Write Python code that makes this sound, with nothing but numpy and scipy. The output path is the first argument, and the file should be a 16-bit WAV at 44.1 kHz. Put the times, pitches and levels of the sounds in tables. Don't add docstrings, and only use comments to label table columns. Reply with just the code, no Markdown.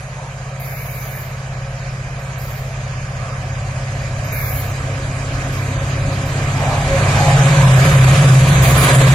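import sys
import numpy as np
from scipy import signal
from scipy.fft import rfft, irfft
from scipy.io import wavfile
from scipy.ndimage import uniform_filter1d, minimum_filter1d

SR = 44100
rng = np.random.default_rng(int(sys.argv[2]) if len(sys.argv) > 2 else 0)


def nominal_scale(level):
    x = np.asarray(level, float) / 20
    return 10 ** x


def master(y):
    cut = np.clip(np.atleast_2d(y).T, -1, 1)
    pcm = np.round(cut * 32767)
    wavfile.write(sys.argv[1], SR, pcm.astype(np.int16))


N = 403074


def rms_one(x):
    return x / np.sqrt(np.mean(x ** 2) + 1e-20)


def in_time(rows):
    seconds, *columns = np.transpose(rows)
    return [np.interp(np.arange(N) / SR, seconds, column) for column in columns]


def at_hz(points, hz):
    table_hz, values = np.array(points)[:, 0], np.array(points)[:, 1]
    return np.interp(np.log(hz), np.log(table_hz), values)


def drift(rate_hz):
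    r = np.exp(-80 * np.pi * rate_hz / SR)
    slow = signal.lfilter([1], [1, -2 * r, r * r], rng.standard_normal(N // 40 + 2002))[2000:]
    return np.interp(np.arange(N) / 40, np.arange(len(slow)), rms_one(slow - slow.mean()))


def resonance(x, hz, width_hz):
    r = np.exp(-np.pi * width_hz / SR)
    top = np.array([1, 0, -1]) * (1 - r * r) / 2
    return signal.lfilter(top, [1, -2 * r * np.cos(2 * np.pi * hz / SR), r * r], x)


def resonant_noise(noise, hz, width_hz):
    return rms_one(resonance(resonance(noise, hz, width_hz), hz, width_hz))


# f/Hz, likeness [0-1]
LIKENESS = [(60, 1), (450, .998), (700, .88), (1100, 0.61), (1500, 0.35), (2400, 0.49), (4000, 0.24),
            (9000, 0.37)]
# f/Hz, left minus right level/dB
LEAN = [(550, -0.1), (950, -1), (1650, -6.5), (2600, -2), (3500, 1.5), (4700, -5.5), (6500, 1.6),
        (9000, -5), (12500, -1.5)]


def spread(mid, side, hz):
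    alike = np.clip(at_hz(LIKENESS, hz), 0, 1)
    lean = nominal_scale(at_hz(LEAN, hz) / 2 * np.array([[1], [-1]]))
    return lean * (mid + np.sqrt((1 - alike) / (1 + alike)) * side * [[1], [-1]])


# t/s, speed [turns per s]
CRANK = [(0.0, 16.431), (1.5, 16.449), (3.0, 16.462), (4.5, 16.465), (6.0, 16.468), (7.0, 16.463),
         (8.0, 16.428), (9.14, 16.512)]
# level/dB, lag down the exhaust [ms]
CYLINDERS = [(7.3, 59.21), (4.0, 54.9), (4.5, 56.86), (1.0, 53.0), (3.6, 58.8), (-0.8, 54.68),
             (-4.4, 55.05), (6.7, 63.16)]
# t/s, wavering share [0-1]
SCATTER = [
    (0, 0.2),
    (6.5, 0.1),
    (7.5, 0.31),
    (9.14, 0.48),
]
# order [per turn], far
# level/dB, swell [dB per s], change level/dB, change t/s
ORDERS_OF_CRANK = [(1, -57, -2, -2, 7.0), (2, -46, 1, 4, 7.5), (3, -38, 0.53, 1, 6.6),
                   (4, -46.5, 1.3, 4.5, 7.4), (5, -51.5, 1.75, 8, 7.8), (6, -40.5, 2.5, -8, 8.2),
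                   (7, -40, 2.04, -11, 4.9), (8, -30, 1.0, 13.5, 7.35), (9, -40.5, 0.04, 13, 5.7),
                   (9, -61.5, 0.19, 43.5, 6.92), (4, -62.5, 0, 40, 8.17), (7, -62, 0.3, 43, 8.4),
                   (10, -45.5, 1.27, 12, 7.2), (11, -50.5, .5, 15.5, 7.2), (12, -51, 0.94, 0, 6.7),
                   (13, -55, 1.1, 7.5, 6.1), (15, -72, 4, -5, 7.9), (16, -74.5, 5, -14, 7.2)]
CLEARING_S = 0.33
BRIDGE_S, ECHO_SHARE, ECHO_RISE_S, ECHO_LOWERING = 6.74, .42, .8, .0236


def exhaust():
    t = np.arange(N) / SR
    turn = 2 * np.pi * np.cumsum(in_time(CRANK)[0]) / SR
    strength_db, lag_ms = np.transpose(CYLINDERS)
    firing = 2 * np.pi * (np.arange(8) / 8 + lag_ms * 16.46 / 1000)
    share = in_time(SCATTER)[0]
    echo = ECHO_SHARE * np.clip((t - BRIDGE_S) / ECHO_RISE_S, 0, 1)
    slip = ECHO_LOWERING * (turn - np.interp(BRIDGE_S, t, turn))
    out = 0
    for order, far_db, swell_db, change_db, change_s in ORDERS_OF_CRANK:
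        k = round(order)
        cleared = .5 + .5 * np.tanh((t - change_s) / CLEARING_S)
        db = far_db + swell_db * t + change_db * cleared
        pattern = np.sum(nominal_scale(strength_db) * np.exp(-1j * k * firing))
        depth = share * (.5 if k == 8 else 1)
        waver = 1 + depth * (drift(2.0) + 1j * drift(4.6)) + echo * np.exp(-1j * k * slip)
        waver = waver / np.sqrt(.5 + depth ** 2)
        out = out + nominal_scale(db) * np.real(waver * np.exp(1j * (k * turn + np.angle(pattern))))
    return out


# t/s, level/dB
ROAR = [(0, -36.5), (.9, -34), (1.5, -34.5), (3.0, -33), (4.5, -30.5), (6.3, -28.5), (6.95, -23.5),
        (7.3, -20.5), (8.0, -19.5), (8.4, -21), (8.6, -20.5), (8.66, -15.5), (8.74, -18), (8.84, -15),
        (8.92, -8), (8.935, -18), (9.04, -13.5), (9.14, -22)]
ROAR_EDGES = [450, 1400, 3000]
# f/Hz, level/dB per Hz
ROAR_FAR = [(110, -33), (190, -7), (233, -28), (275, -22), (330, -20), (534, -4), (717, -3), (862, -10.5),
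            (1250, -7), (1390, -16.5), (2420, -24), (3310, -29), (6560, -22.5), (14200, -50), (15600, -57)]
# f/Hz, level/dB per Hz
ROAR_NEAR = [(110, -32), (190, -6), (405, -7.5), (534, -4), (691, -3), (895, -12), (999, -5), (1450, -8.5),
             (2470, -14.5), (5770, -25), (7060, -14.5), (8180, -20.5), (9490, -29.5), (14000, -34.5),
             (15600, -38)]
# far level/dB, near level/dB
ROAR_PARTS = [
    (-15.5, -6),
    (-1.5, -1),
    (-5, -3),
    (-7, -2.5),
]


def roar(near):
    overall_db = in_time(ROAR)[0]
    levels = [overall_db + far_db + near * (near_db - far_db) for far_db, near_db in ROAR_PARTS]
    edges = np.geomspace(190, 15700, 23)
    centres = np.sqrt(edges[1:] * edges[:-1])
    group = np.searchsorted(ROAR_EDGES, centres)

    def band_shares(table):
        db = at_hz(table, centres) + 10 * np.log10(centres)
        return db - [10 * np.log10(np.sum(nominal_scale(2 * db[group == g]))) for g in group]

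    far, close = band_shares(ROAR_FAR), band_shares(ROAR_NEAR)
    white, gust = rng.standard_normal((2, 2, N)), drift(4.8)
    pulse = np.cos(2 * np.pi * np.cumsum(in_time(CRANK)[0]) / SR - 1.2)
    out = 0
    for k, hz in enumerate(centres):
        sos = signal.butter(2, edges[k:k + 2], "band", fs=SR, output="sos")
        mid, side = rms_one(signal.sosfilt(sos, white[k % 2]))
        flutter_db = (0.22 + .5 * near) * gust + 1.33 * drift(13.4) + 0.085 * pulse
        band_db = levels[group[k]] + far[k] + near * (close[k] - far[k])
        out = out + nominal_scale(band_db + flutter_db) * spread(mid, side, hz)
    return out


BLOWER_HZ, BLOWER_FOLLOWS = 271.4, 1.17
BLOWER_DB = [
    -53,
    -38,
    -45.5,
]


def blower():
    roar_db = in_time(ROAR)[0]
    swing_db = BLOWER_FOLLOWS * (roar_db - roar_db.mean())
    phase = 2 * np.pi * np.cumsum(BLOWER_HZ * (1 + 0.0045 * drift(6.36))) / SR
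    out = 0
    for k, db in enumerate(BLOWER_DB):
        waver_db = 2.9 * drift(16.0) + 1.2 * drift(1.3)
        out = out + nominal_scale(db + swing_db + waver_db) * np.sin((k + 1) * phase)
    return out


# t/s, length [s], f/Hz, width
# [Hz], level/dB
SWELLS = [(0.23, 0.23, 850, 340, -35.5), (3.302, 0.37, 1140, 400, -36.5), (6.7, 0.42, 770, 350, -22),
          (7.245, 0.39, 726, 210, -20), (7.62, 0.3, 980, 180, -24.5), (8.88, 0.14, 830, 1500, -12.5),
          (6.1, 3.3, 286, 230, -38), (6.2, 6.4, 273, 32, -39.5), (6.95, 0.19, 547, 12, -23),
          (6.11, 0.6, 547, 13, -31), (7.2, 0.42, 820, 7.3, -23), (7.3, 0.36, 820, 18, -22)]


def swells():
    t, out = np.arange(N) / SR, 0
    noise = rng.standard_normal((2, N))
    for s, length, hz, width_hz, db in SWELLS:
        puff = resonant_noise(noise, hz, width_hz)
        out = out + nominal_scale(db) * np.exp(-8 * ((t - s) / length) ** 2) * spread(*puff, hz)
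    return out


def modes(noise, table, widen):
    out = 0
    for hz, width_hz, db in table:
        ring = resonant_noise(noise, hz, widen * width_hz)
        out = out + nominal_scale(db + 2.3 * drift(4.4)) * spread(*ring, hz)
    return rms_one(out)


RAIL_ATTACK_S, RAIL_JOLT_DB, RAIL_JOLT_S = .006, 1, 0.0092
RAIL_T60_S, RAIL_TAIL_DB, RAIL_TAIL_T60_S = 0.39, -20, 0.67


def burst(t, hold):
    rise = np.clip(t / RAIL_ATTACK_S, 0, 1) * nominal_scale(RAIL_JOLT_DB * np.exp(-np.abs(t) / RAIL_JOLT_S))
    after = np.maximum(t - hold, 0)
    return rise * (nominal_scale(-60 * after / RAIL_T60_S) + nominal_scale(RAIL_TAIL_DB - 60 * after / RAIL_TAIL_T60_S))


# f/Hz, width [Hz], level/dB
RAIL_MODES = [(11600, 21, 5), (12200, 27, 6), (12500, 50, 7), (12200, 34, -1), (13000, 14, 13),
              (12500, 58, 10), (13400, 35, 2), (13400, 19, -7), (14000, 34, -6), (15000, 26, 1),
              (14300, 87, -2), (15400, 52, -6)]
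# f/Hz, width [Hz], level/dB
RAIL_UPPER = [(9760, 480, -4.5), (9850, 86, -14), (10900, 510, -5.5)]
# f/Hz, width [Hz], level/dB
RAIL_LOW = [(1710, 190, -3), (2150, 120, -5.5), (2237, 280, -1.5)]
# t/s, hold [s], level/dB, lower high modes level/dB, low ring level/dB
RAIL_BURSTS = [(0.0, 0.029, -64, 13, -11), (0.25, 0.11, -70.5, 14, -5), (0.595, 0.62, -36, -12, -3),
               (2.19, 0.026, -52, -14, -11), (2.38, 0.21, -40.5, -13, -16.5), (4.24, .03, -44.5, -14, 4),
               (4.321, 0.28, -28.5, -11.5, -6.5), (5.52, 0.065, -44, -5.5, -2), (6.25, .03, -45, -7, -6),
               (7.764, .06, -37, -5, 1), (7.843, 0.56, -43.5, 6, 0), (8.467, .04, -39, 5, -6),
               (8.62, 0.089, -25, 0, -4), (8.772, 0.12, -26.5, 4, -6), (8.945, 0.15, -37.5, 5, -11)]


def rails():
    noise = rng.standard_normal((2, N))
    wash = signal.sosfilt(signal.butter(4, [11100, 15500], "band", fs=SR, output="sos"), noise[::-1])
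    high = nominal_scale(-5) * modes(noise, RAIL_MODES, 1.2) + rms_one(spread(*wash, 13000))
    upper = modes(noise, RAIL_UPPER, 1.4)
    low = modes(noise, RAIL_LOW, 0.77) * nominal_scale([[2], [-2]])
    coarse = np.arange(0, N, 40) / SR
    gains = 0
    for s, hold, db, upper_db, low_db in RAIL_BURSTS:
        gains = gains + np.outer(nominal_scale([db, db + upper_db, db + low_db]), burst(coarse - s, hold))
    high_gain, upper_gain, low_gain = [np.interp(np.arange(N) / SR, coarse, g) for g in gains]
    return high_gain * high + upper_gain * upper + low_gain * low


# t/s, level/dB
RUMBLE = [
    (0, -49.5),
    (2, -35),
    (4, -30.5),
    (6, -27.5),
    (7, -23),
    (8, -24),
    (9.14, -20.5),
]


def rumble():
    sos = signal.butter(4, [24, 140], "band", fs=SR, output="sos")
    return nominal_scale(in_time(RUMBLE)[0]) * rms_one(signal.sosfilt(sos, rng.standard_normal(N)))


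def scene():
    near = np.clip((np.arange(N) / SR - 3.5) / 6.14, 0, 1)
    return exhaust() + roar(near) + blower() + swells() + rails() + rumble()


# f/Hz, turn [radians]
PORT_TURN = [(500, -.03), (1150, -.35), (1500, -1.9), (2050, -2.6), (2450, -.4), (4400, .6), (7800, -3.1),
             (10500, 1.4)]
# f/Hz, width [Hz], level/dB
PORTS = [(846, 68, -7.5), (1406, 77, -31), (2363, 187, 4.5), (2650, 260, -0.5), (3450, 180, 0),
         (5710, 1700, -4), (8150, 230, -20), (8550, 330, -27), (10450, 260, -2), (12800, 1070, -5)]


def microphone(x):
    hz = np.fft.rfftfreq(N, 1 / SR) + 1
    right = irfft(rfft(x[1]) * np.exp(1j * at_hz(PORT_TURN, hz)), N)
    x = np.array([x[0], right])
    for hz, width_hz, db in PORTS:
        x = x + (nominal_scale(db) - 1) * resonance(x, hz, width_hz)
    return signal.sosfilt(signal.butter(2, 25, "high", fs=SR, output="sos"), x)


def limiter(x):
    room = np.minimum(1, .92 / (np.abs(x).max(axis=0) + 1e-9))
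    return x * uniform_filter1d(minimum_filter1d(room, size=400), size=400)


# f/Hz, level/dB against neighbours, level/dB against the 3-8 kHz hiss
MASKING = [(1200, -30, -60), (1700, -9, -60), (3200, -8, -50), (4300, -2.5, -40), (7600, -3, -40),
           (8600, -2, -34), (11500, -1, -30), (14500, -.5, -26), (14800, -2, -8)]


def starve(x, jitter_db, dead_db):
    window = np.sqrt(signal.get_window("hann", 2048))
    lead = 719
    hz, _, cells = signal.stft(np.pad(x, [(0, 0), (lead, 0)]), SR, window, 2048, 1024)
    lines = np.abs(cells[:, :1024]) ** 2
    power = lines.sum(axis=0).reshape(128, 8, -1).mean(axis=1)
    power = uniform_filter1d(power, size=2, axis=1)
    at, local_db, hiss_db = np.transpose(MASKING)
    band_hz = hz[4:1024:8]
    local = uniform_filter1d(power, size=13, axis=0) * nominal_scale(2 * np.interp(band_hz, at, local_db))[:, None]
    hiss = power[18:46].mean(axis=0) * nominal_scale(2 * np.interp(band_hz, at, hiss_db))[:, None]
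    limit = np.maximum(local, hiss)
    whim = np.sqrt(3) * uniform_filter1d(rng.standard_normal(power.shape), size=3, axis=1)
    kept = np.repeat(power > limit * nominal_scale(2 * jitter_db * whim), 8, axis=0)
    alive = lines > np.repeat(limit, 8, axis=0) * nominal_scale(2 * dead_db)
    cells[:, :1024] *= kept * alive
    return signal.istft(cells, SR, window, 2048, 1024)[1][:, lead:lead + N]


def roll_off(x):
    return signal.sosfilt(signal.butter(12, 15760, fs=SR, output="sos"), x)


def record(dry):
    held = limiter(microphone(dry))
    mix = starve(held, jitter_db=2.5, dead_db=-3.5)
    return roll_off(mix)


dry = scene()
out = record(dry)
master(out)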